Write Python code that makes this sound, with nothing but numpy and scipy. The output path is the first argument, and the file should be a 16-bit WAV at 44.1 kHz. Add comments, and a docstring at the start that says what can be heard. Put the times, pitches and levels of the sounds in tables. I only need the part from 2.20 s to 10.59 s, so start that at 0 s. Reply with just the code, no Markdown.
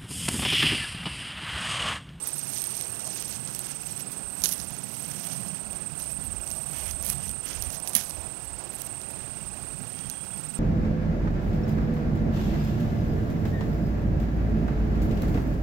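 """From the start four ground crickets trill in a weedy field, each wing stroke an arching near sine.
Under them lie filtered noise as air hiss and far rumble, and a camera whose tape drum ticks and circuits whine.
Hands brush leaves (crackling noise) and snap stems (clicks and splintering); two more crickets join by 2.3 s.
The hardest breaks, near 5.75 s, come with a short low ring; near 7.7 s a far bird warbles, a narrow band of noise.
Only the right input is connected, so the left side is silent."""
import sys
import numpy as np
from scipy import signal
from scipy.io import wavfile
from scipy.ndimage import uniform_filter1d

SR = 44100
rng = np.random.default_rng(int(sys.argv[2]) if len(sys.argv) > 2 else 0)


def generate_wav(sig):
    """Save sig (samples, or channels by samples) to the path in sys.argv[1] as 16-bit PCM at SR."""
    pcm = np.round(np.clip(np.atleast_2d(sig).T, -1, 1) * 32767).astype(np.int16)
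    wavfile.write(sys.argv[1], SR, pcm)


N = 369999  # length in samples, about 8.4 s
# All levels in dB below come before the gain of the preamplifier.


def amp(db):
    """Turns decibels into a gain."""
    return 10 ** (np.asarray(db) / 20)


def evened(x):
    """Scales a sound to an rms of 1."""
    return x / np.sqrt(np.mean(x ** 2) + 1e-20)


def curve(table, column):
    """Draws straight lines through one column of a table, sample by sample; column 0 is the time."""
    return np.interp(np.arange(N) / SR, [row[0] for row in table], [row[column] for row in table])


def coloured(x, points):
    """Causal filter whose tone follows the points; its impulse response has energy 1, so only their shape counts."""
    hz, db = np.transpose(points)
    log_hz = np.log(abs(np.fft.fftfreq(8192, 1 / SR)) + 1)
    gain_db = np.interp(log_hz, np.log(hz), db, left=db[0] - 19.5, right=db[-1] - 21)
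    log_gain = np.log(amp(gain_db))
    # minimum phase: the filter answers as early as it can
    taps = np.fft.ifft(np.exp(np.conj(signal.hilbert(log_gain)))).real[:4096]
    return signal.oaconvolve(x, taps / np.linalg.norm(taps))[:N]


def drift(size):
    """Random wandering of rms 1: noise averaged twice over this many samples."""
    return evened(uniform_filter1d(uniform_filter1d(rng.standard_normal(N), size), size))


def whistle(hz, width_hz):
    """Noise narrowed around a moving pitch, with an rms of 1."""
    r = np.exp(-np.pi * width_hz / SR)
    noise = rng.standard_normal(N) + 1j * rng.standard_normal(N)
    slow = signal.lfilter([1], [1, -2 * r, r * r], noise)
    return evened((slow * np.exp(2j * np.pi * np.cumsum(hz) / SR)).real)


# The shape of one wing stroke, before each cricket stretches and bends it.
# Each row: time from the middle of the stroke in ms, pitch bend in Hz, level in dB over the effort.
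STROKE_SHAPE = [(-11.5, -260, -40), (-9, -110, -1.5), (-2.5, -1.5, -1), (1.5, -30, 1.5), (5, -300, -2),
                (9, -750, -9), (11, -850, -34)]
ROW_STROKES = 10  # wing strokes from one tempo time to the next
REST_DB, REST_FADE_S = -16, .15  # how far a rest lowers the level, and how long the change takes
WAVER_DB = 0.74  # slow unevenness from stroke to stroke


def cricket(tempo, trill, rests, hz, stretch, bend):
    """Each wing stroke is a near sine that arches up and drops away; no two are quite alike."""
    t = np.arange(N) / SR
    count = ROW_STROKES * np.arange(len(tempo))
    when = np.interp(np.arange(count[-1] + 1), count, tempo)
    chance = rng.standard_normal((len(when), 4))
    late_ms, off_hz, off_db, waver = (chance * [.3, 12, 1.2, 2]).T
    effort_db = np.interp(when, *np.transpose(trill)) + off_db + WAVER_DB * uniform_filter1d(waver, size=4)
    for start, end in rests:
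        inside_s = np.minimum(when - start, end - when)
        effort_db = effort_db + REST_DB * np.clip(inside_s / REST_FADE_S + .5, 0, 1)
    stroke = np.round(np.interp(t, tempo, count)).astype(int)  # the nearest stroke
    ms = (1000 * (t - when[stroke]) - late_ms[stroke]) / stretch
    at, bend_hz, db = np.transpose(STROKE_SHAPE)
    pitch = uniform_filter1d(hz + off_hz[stroke] + bend * np.interp(ms, at, bend_hz), size=60)
    level_db = effort_db[stroke] + np.interp(ms, at, db, left=-99, right=-99)
    level = uniform_filter1d(amp(level_db), size=60)
    rough = 1 + 0.051 * drift(size=40)
    return np.sqrt(2) * level * rough * np.sin(2 * np.pi * np.cumsum(pitch) / SR)


# Tempo, one list for each cricket: the time in seconds of every tenth wing stroke.
TEMPO_TIMES = [
    [-.018, .495, 1.004, 1.517, 2.031, 2.546, 3.05, 3.556, 4.066, 4.573, 5.082, 5.599, 6.104, 6.608, 7.115,
     7.628, 8.144, 8.658],
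    [-.015, .499, 1.004, 1.513, 2.031, 2.548, 3.061, 3.569, 4.078, 4.591, 5.102, 5.611],
    [-.016, .476, .971, 1.467, 1.961, 2.445, 2.934, 3.431, 3.926, 4.418, 4.912, 5.405, 5.904, 6.403, 6.894,
     7.381, 7.873, 8.354, 8.846],
    [-.021, .515, 1.063, 1.61, 2.154, 2.697, 3.236, 3.785, 4.331, 4.874, 5.416, 5.959, 6.502, 7.05, 7.594,
     8.142, 8.685],
    [.837, 1.409, 1.981, 2.548, 3.118, 3.686, 4.238, 4.792, 5.348, 5.927, 6.505, 7.067, 7.624, 8.185, 8.741],
    [2.26, 2.829, 3.4, 3.958, 4.521, 5.091, 5.655, 6.22, 6.783, 7.342, 7.901, 8.461],
]
# Effort, one list for each cricket. Each row: time in seconds, level in dB.
TRILL_LEVELS = [
    [(0, -41), (.6, -42.5), (1.8, -41.5), (2.3, -49), (3.3, -39.5), (4.3, -42.5), (4.7, -39), (5.4, -41),
     (6.6, -46.5), (7.1, -43.5), (8.4, -44)],
    [(0, -34.5), (1, -36.5), (2.2, -36.5), (3.1, -40.5), (3.6, -37.5), (5.1, -37.5)],
    [(0, -42), (.5, -32), (1, -39), (2.3, -38.5), (3.2, -46), (4.3, -34), (4.9, -41.5), (5.2, -34.5),
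     (6.7, -41.5), (7.9, -43.5), (8.15, -38), (8.4, -44)],
    [(0, -39), (1.6, -42.5), (2.7, -41), (3.8, -40), (4.4, -39.5), (5.4, -37.5), (6.3, -40), (7.3, -44.5),
     (7.9, -40), (8.4, -38.5)],
    [(.8, -58), (1.1, -51), (1.7, -53), (2.3, -48), (3.6, -53.5), (4.9, -47.5), (6.3, -48), (7.9, -62),
     (8.4, -50)],
    [(2.3, -51), (2.85, -41), (3.45, -55), (4.25, -39.5), (5.4, -55), (6.3, -46), (7.4, -43), (7.9, -45),
     (8.4, -43)],
]
# When a cricket grows quieter, one list for each. Each row: start in seconds, end in seconds.
# A row that ends before it starts does nothing.
REST_TIMES = [
    [(2.42, 2.85)],
    [(2.4, 2.76), (5.2, 9.2)],
    [(1.05, 1.97), (5.55, 6.55), (7.5, 7.6)],
    [(2, .12), (5, 3.6)],
    [],
    [],
]
# One row for each cricket: wing pitch in Hz, stroke length as a factor, pitch bend as a factor.
WING_SHAPES = [(8985, .8, .75), (8430, 1.01, 0.78), (8750, 0.76, 0.95), (8670, 1.1, 1.03),
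               (7930, 1.1, 0.63), (8260, .95, .7)]
# Tone of the farthest crickets. Each row: frequency in Hz, relative level in dB per Hz.
CHORUS_TONE = [(6900, -41.5), (7500, -10), (8100, -5.5), (8550, -14.5), (9000, -3.5), (9400, -17),
               (9900, -73)]
CHORUS_DB = -53
FAR_SINGERS_DB = -51.5  # middle effort of each distant cricket still heard stroke by stroke


def crickets():
    """Near and distant singers scatter off the weeds; the farthest merge into a shimmering band."""
    singers = zip(TEMPO_TIMES, TRILL_LEVELS, REST_TIMES, WING_SHAPES)
    song = sum(cricket(tempo, trill, rests, *wing) for tempo, trill, rests, wing in singers)
    strokes_per_s, starts = rng.uniform(17.5, 20.5, 6), rng.random(6)
    for hz, per_s, start in zip(np.linspace(8300, 8850, 6), strokes_per_s, starts):
        tempo = ROW_STROKES * (np.arange(20) - start) / per_s
        effort_db = FAR_SINGERS_DB + 4.0 * rng.standard_normal(len(tempo))
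        song += cricket(tempo, np.transpose([tempo, effort_db]), [], hz, stretch=1.05, bend=.8)
    t = np.arange(4000) / SR
    weeds = rng.standard_normal(len(t)) * amp(-60 * t / 0.0095) * (t > .002)  # short dense echo
    scattered = signal.oaconvolve(song, weeds / np.linalg.norm(weeds))[:N]
    chorus = coloured(rng.standard_normal(N), CHORUS_TONE) * amp(CHORUS_DB + 1.6 * drift(size=300))
    return song + amp(-15) * scattered + chorus


# Tone of the air hiss. Each row: frequency in Hz, relative level in dB per Hz.
AIR_TONE = [(250, -9), (363, -8), (531, -13), (796, -12.5), (2000, -20), (3000, -23), (6700, -24.5),
            (9600, -25.5), (16000, -35.5)]
AIR_DB = -49.5
# Far rumble. Each row: time in seconds, then levels in dB of the wind (under 100 Hz),
# the drone (100 to 250 Hz) and the roar (500 to 900 Hz).
RUMBLE_LEVELS = [(0, -57, -47.5, -68), (.5, -60, -49, -60), (.9, -63, -48, -56), (1.12, -59, -45, -62),
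                 (1.55, -58, -49, -63), (2.0, -57, -46.5, -66), (2.35, -56, -46.5, -58.5),
                 (3.2, -62, -43, -53.5), (3.55, -50, -46.5, -55.5), (3.95, -52.5, -45.5, -57),
                 (4.28, -42, -45.5, -53.5), (4.55, -51, -46.5, -52.5), (4.68, -43, -48, -52.5),
                 (4.98, -44, -44, -54.5), (5.15, -52, -48.5, -57.5), (5.8, -54, -49, -53.5),
                 (6.8, -54, -49.5, -55.5), (7.3, -52.5, -46.5, -60), (7.6, -54.5, -45, -59),
                 (8.39, -54, -44, -60)]
# Tone of wind, drone and roar, one list each. Each row: frequency in Hz, relative level in dB per Hz.
RUMBLE_TONES = [
    [(20, -39), (35, -2), (55, 2), (90, 2.5), (130, -28)],
    [(80, -26), (110, -4.5), (135, -4.5), (200, -4), (300, -14.5)],
    [(400, -20.5), (560, -7.5), (680, -4), (850, -10), (1200, -16)],
]
# The hum inside the drone. Each row: time in seconds, middle pitch in Hz.
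HUM_PITCH = [(0, 150), (1, 111.2), (1.4, 137.3), (2.3, 182.6), (2.8, 140), (3.4, 164.1), (4.5, 140),
             (5.6, 130.7), (7.4, 130.9), (8.39, 150.7)]
# How much wind, drone and roar waver: one rms value in dB for each.
GUST_SIZES = (3.5, 1.5, 2.5)


def background():
    """Steady air hiss and three slowly swelling far rumbles; the drone is part noise, part wandering hum."""
    out = coloured(rng.standard_normal(N), AIR_TONE) * amp(AIR_DB + 0.88 * drift(size=2000))
    wind, drone, roar = (coloured(rng.standard_normal(N), tone) for tone in RUMBLE_TONES)
    hum = whistle(curve(HUM_PITCH, column=1), width_hz=46)
    drone = amp(-3) * drone + amp(-5.5) * hum
    for k, part in enumerate([wind, drone, roar]):
        out += part * amp(curve(RUMBLE_LEVELS, column=k + 1) + GUST_SIZES[k] * drift(size=4000))
    return out


# What rings once a drum turn. Each row: pitch in Hz, delay into the turn in ms,
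# level in dB before the soft onset, time in seconds to fall by 60 dB.
DRUM_RINGS = [(1362, 27, -45, 0.021), (1575, 28, -48, 0.025), (2502, 27.5, -50, 0.026),
              (2622, 30, -44.5, 0.02), (2803, 31, -52, 0.062), (5160, 25.3, -49.5, 0.025)]
DRUM_HZ = 30000 / 1001  # turns per second
WHINE_HZ, WHINE_DB = 15734, -75


def camera():
    """The drum repeats a small rattle every turn, its sign flipped on every other turn; circuits whine faintly."""
    t, out = np.arange(N) / SR, np.zeros(N)
    turns = np.arange(round(N / SR * DRUM_HZ) + 3)
    for hz, ms, db, t60 in DRUM_RINGS:
        turn, since = np.divmod(t - ms / 1000 + 1 / DRUM_HZ, 1 / DRUM_HZ)
        blows = (-1) ** (turns % 2) * amp(2.5 * rng.standard_normal(len(turns)))
        fade = amp(db - 60 * since / t60)
        onset = 1 - np.exp(-since / 0.0019)
        out += blows[turn.astype(int)] * fade * onset * np.sin(2 * np.pi * hz * since)
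    return out + np.sqrt(2) * amp(WHINE_DB) * np.sin(2 * np.pi * WHINE_HZ * t)


# Leaves brushed by the hands. Each row: peak time in seconds, peak level in dB, swell in seconds,
# fade in seconds, level of the low hump in dB against the high one (more is duller),
# level of the body hump in dB against the high one (more is weightier).
BRUSH_STROKES = [(.069, -40.5, .1, .11, -6, -18), (.173, -44, .1, .13, -9, -19),
                 (.36, -40.5, 0.4, 0.31, -2.5, -14), (.55, -44.5, 0.71, 0.98, -3.5, -11.5),
                 (1.007, -44.5, 0.39, 0.12, 1, -9), (1.12, -43, 0.17, 0.14, -1, -9.5),
                 (1.36, -47.5, 0.27, .5, -2, -18), (1.51, -48.5, .4, .1, 1.5, -5),
                 (1.68, -45.5, 0.17, .2, -2.5, -10), (1.8, -44, 0.11, .07, -5, -9),
                 (1.923, -46, .04, .13, -5.5, -16), (2.12, -55, .14, .2, -6, -20),
                 (2.245, -30.5, 0.022, 0.1, -2.5, -19), (2.325, -32.5, 0.19, .06, -9.5, -16.5),
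                 (2.405, -42.5, .12, .08, -3, -17), (2.47, -50.5, .2, .4, 0, -15),
                 (2.75, -46.5, 0.31, .8, -10, -17), (3.1, -44, 0.79, 0.29, -2, -6.5),
                 (3.281, -47, .07, .04, -2, -8), (3.35, -50, 0.043, .09, -3, -5),
                 (3.558, -50, 0.11, .09, -5, -9), (3.797, -42.5, .045, .2, -5.5, -14),
                 (3.909, -44.5, 0.053, 0.092, -10, -20), (4.049, -40.5, 0.027, .04, -20, -25),
                 (4.141, -55, .1, .1, -7, -14), (4.277, -45.5, .13, .7, -8.5, -17),
                 (4.6, -44, .15, 0.13, -3, -4.5), (4.687, -41, 0.33, .09, -5.5, -7),
                 (4.85, -40, .07, 0.18, -6, -13), (4.899, -35, .1, .09, -8, -12),
                 (5.066, -45.5, 0.18, 0.11, -4, -7), (5.27, -42, 0.047, 0.24, -0.5, -5.5),
                 (5.32, -50.5, .1, 0.061, 4, 4), (5.376, -49, .1, .1, -5, -18),
                 (5.429, -48, 0.05, .16, -6, -3.5), (5.55, -40.5, .15, .07, -2, -18),
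                 (5.678, -41.5, 0.073, .1, -4, -14), (5.762, -27, 0.024, 0.11, -5.5, -13),
                 (5.88, -47.5, .2, .3, -8, -13), (6.249, -46, .04, .025, -11, -22),
                 (6.55, -45, .055, .1, -19, -21), (6.615, -44, 0.099, .025, -10, -21),
                 (6.668, -43.5, .04, .025, -9, -20), (6.911, -48, .03, .035, -10, -17),
                 (7.691, -58, .1, .15, -8, -9), (7.83, -67, .3, 0.44, 11.5, 8),
                 (7.903, -53, .04, .04, 1, -8), (8.051, -49, .035, .03, -10, -20),
                 (8.209, -50, .015, .02, -12, -14), (8.244, -59, .05, .2, -6, -11)]
BRUSH_SLOPE_DB = 21.5  # level lost over one swell or fade time
# Steady faint noise under the brushing: the level in dB of the high, low and body humps.
FLOOR_LEVELS = (-68, -66, -69.5)


def brushing():
    """Level of the high, low and body humps: each brush swells to its peak and fades; their powers add."""
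    t = np.arange(0, N + 64, 64) / SR  # every 64th sample is enough
    power = amp(FLOOR_LEVELS)[:, None] ** 2
    for s, db, swell, fade, dull_db, weight_db in BRUSH_STROKES:
        shape_db = db - BRUSH_SLOPE_DB * np.maximum((s - t) / swell, (t - s) / fade)
        power = power + amp(shape_db + [[0], [dull_db], [weight_db]]) ** 2
    return np.array([np.interp(np.arange(N) / SR, t, np.sqrt(row)) for row in power])


# The two tones heard in brushing and breaks. Each row: frequency in Hz, relative level in dB per Hz.
HIGH_TONE = [(6900, -5.5), (7800, -26), (9300, 0.5), (10500, 5.5), (11500, 4.5), (13000, -3.5),
             (15500, -10), (18000, 1)]
LOW_TONE = [(1500, -23), (2900, -14.5), (3800, -9.5), (5000, -6), (6200, -0.5), (7300, -9), (8300, -20)]


def plant(drive):
    """The brushing and breaks are heard in two humps, one high and one low."""
    return coloured(drive[0], HIGH_TONE) + coloured(drive[1], LOW_TONE)


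# The body tone of the rustle. Each row: frequency in Hz, relative level in dB per Hz.
BODY_TONE = [(500, -45), (1100, -7), (1700, -3), (2500, -1.5), (3300, -0.5), (4500, -28.5)]


def rustle(level):
    """Hiss in clumps with small crackles of very unequal size."""
    own_db = [1.34 * drift(size=90) + 2.1 * drift(size=400) for hump in range(3)]
    clumps = amp(own_db + 1.6 * drift(size=120))  # the last drift is shared by all humps
    size = amp(4.1 * np.minimum(rng.exponential(1, N), 3.5))
    size = size * (rng.random(N) < 500 / SR)  # about 500 crackles a second
    hiss = rng.standard_normal((3, N))
    crackles = 0.28 * evened(size) * rng.standard_normal((3, N))
    drive = level * evened(clumps * (hiss + crackles))
    return plant(drive) + coloured(drive[2], BODY_TONE)


# Stems and leaves breaking. Each row: time in seconds, strength of the crack in dB,
# drive of the low hump in dB against the high one (more is duller).
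BREAKS = [(.0737, -9, -25), (.1695, -17, -13), (.4193, -12, -7), (.4409, -11.5, -8), (.4703, -17, -22),
          (.5688, -14, -20), (.6115, -11, -3.5), (.8761, -15.5, -7), (1.2522, -32, 10), (1.2754, -27.5, 8),
          (1.3487, -17, -3), (1.3498, -17.5, -15), (1.3923, -10, -13), (1.509, -22, -3),
          (1.7108, -22.5, -7), (1.7988, -20, -11), (1.9094, -27, -9), (1.9787, -21, -11), (2.22, -14, -2),
          (2.2388, -1, -5.5), (2.2417, -6, -13), (2.2438, -6.5, -3), (2.258, -8, 6.5), (2.2909, -8, -8),
          (2.3357, -16, -5), (2.3802, -16.5, -6), (2.4008, -19.5, 2), (2.5066, -18.5, -19),
          (3.069, -19.5, 1), (3.1333, -16, -8), (3.8005, -17, -12), (4.276, -22, -2), (4.304, -18, -6),
          (4.711, -17, -1), (4.8263, -10.5, -17), (4.8481, -12.5, -18), (4.865, -6, -16),
          (4.8993, -10.5, -16), (4.901, -4, -18), (5.0938, -16, -1.5), (5.1137, -17.5, -10),
          (5.4239, -9.5, -7.5), (5.4281, -19, -9), (5.438, -17.5, -15), (5.5038, -17.5, -1),
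          (5.6011, -19, -8), (5.675, -11.5, -1.5), (5.6773, -14, -15), (5.6948, -10, -18),
          (5.734, -23.5, 2), (5.752, 7.5, -8), (5.7564, -13, -7), (5.765, 2, -15), (5.7666, -12.5, -8),
          (5.896, -18, -11), (5.9091, -23, 2.5), (6.5529, -16, -19), (6.619, -10, -9.5), (6.8163, -24.5, 2),
          (7.79, -32, 6), (7.8994, -12, -6), (8.1755, -22, -14)]
# Tone of the shaken stalk. Each row: frequency in Hz, relative level in dB per Hz.
STALK_TONE = [(150, -18), (300, 6.5), (800, -9), (1800, 4), (3200, -16), (5000, -29)]
STALK_DB = -18  # drive of the stalk against the low hump


def snaps(rows):
    """A sharp crack, then a few ms of splintering; each break also shakes the stalk, as hard as it drives the
    low hump."""
    drive, t = np.zeros((3, N + 900)), np.arange(900) / SR
    for (s, db, dull_db), chance in zip(rows, rng.standard_normal((len(rows), 900))):
        splinters = 0.13 * chance * amp(-60 * t / 0.011)
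        crack = (t == 0) + splinters
        # a short echo notches its colour, a little differently for each break
        crack += 0.28 * np.roll(crack, 3 + int(12 * abs(chance[0])))
        at = round((s - .0002) * SR)
        drive[:, at:at + 900] += crack * amp([[db], [db + dull_db], [db + dull_db + STALK_DB]])
    return plant(drive[:, :N]) + coloured(drive[2, :N], STALK_TONE)


TICKS = 320  # how many small breaks
TICK_OVER_RUSTLE_DB, TICK_SPREAD_DB = 17, 4.5  # strength over the brushing level, and its chance spread
TICK_DULL_DB = -8.5  # middle drive of the low hump against the high one


def ticks(level):
    """Small breaks at random moments, stronger where the brushing is louder, as rows for the snaps."""
    when = rng.random(TICKS) * (N - 99) + 20  # in samples
    loud, dull = rng.standard_normal((TICKS, 2)).T
    brushing_db = 20 * np.log10(level[0, when.astype(int)])
    db = brushing_db + TICK_OVER_RUSTLE_DB + TICK_SPREAD_DB * loud
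    return list(zip(when / SR, db, TICK_DULL_DB + 6.1 * dull))


# A stalk springs back. Each row: time in seconds, level in dB before the soft onset,
# pitch in Hz, time in seconds to fall by 60 dB.
STALK_THUDS = [(5.753, -28.5, 215, 0.094)]


def thud():
    """A short low ring: a sine that starts softly and dies away."""
    out = np.zeros(N)
    for s, db, hz, t60 in STALK_THUDS:
        since = np.maximum(np.arange(N) / SR - s, 0)
        onset = 1 - np.exp(-since / 0.0035)
        out += amp(db - 60 * since / t60) * onset * np.sin(2 * np.pi * hz * since)
    return out


# Far warble. Each row: time in seconds, pitch in Hz, level in dB.
WARBLE = [(7.66, 3215, -72), (7.74, 3220, -66), (7.82, 3350, -63), (7.87, 3200, -63), (7.92, 3370, -59),
          (7.98, 3190, -57), (8.05, 3350, -64), (8.08, 3257, -70), (8.13, 3380, -61), (8.2, 3300, -74)]


def bird():
    """A faint, slightly fuzzy whistle: narrow noise that follows the warble's pitch."""
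    t = np.arange(N) / SR
    singing = (t > WARBLE[0][0]) * (t < WARBLE[-1][0])
    return whistle(curve(WARBLE, column=1), width_hz=110) * amp(curve(WARBLE, column=2)) * singing


def scene():
    """One microphone, on the right input; all sources add up in it."""
    level = brushing()
    plants = rustle(level) + snaps(ticks(level) + BREAKS) + thud()
    heard = crickets() + background() + camera() + plants + bird()
    return np.array([np.zeros(N), heard])


EDGE_HZ = 15830  # upper limit of the band


def record(dry):
    """Preamplifier gain of 2, hard ceiling, band limit, and the ceiling once more."""
    loud = np.clip(2 * dry, -1, 1)
    low_pass = signal.firwin(511, EDGE_HZ, window=("kaiser", 9), fs=SR)
    return np.clip(signal.oaconvolve(loud, low_pass[None], "same"), -1, 1)


dry = scene()
out = record(dry)
generate_wav(out)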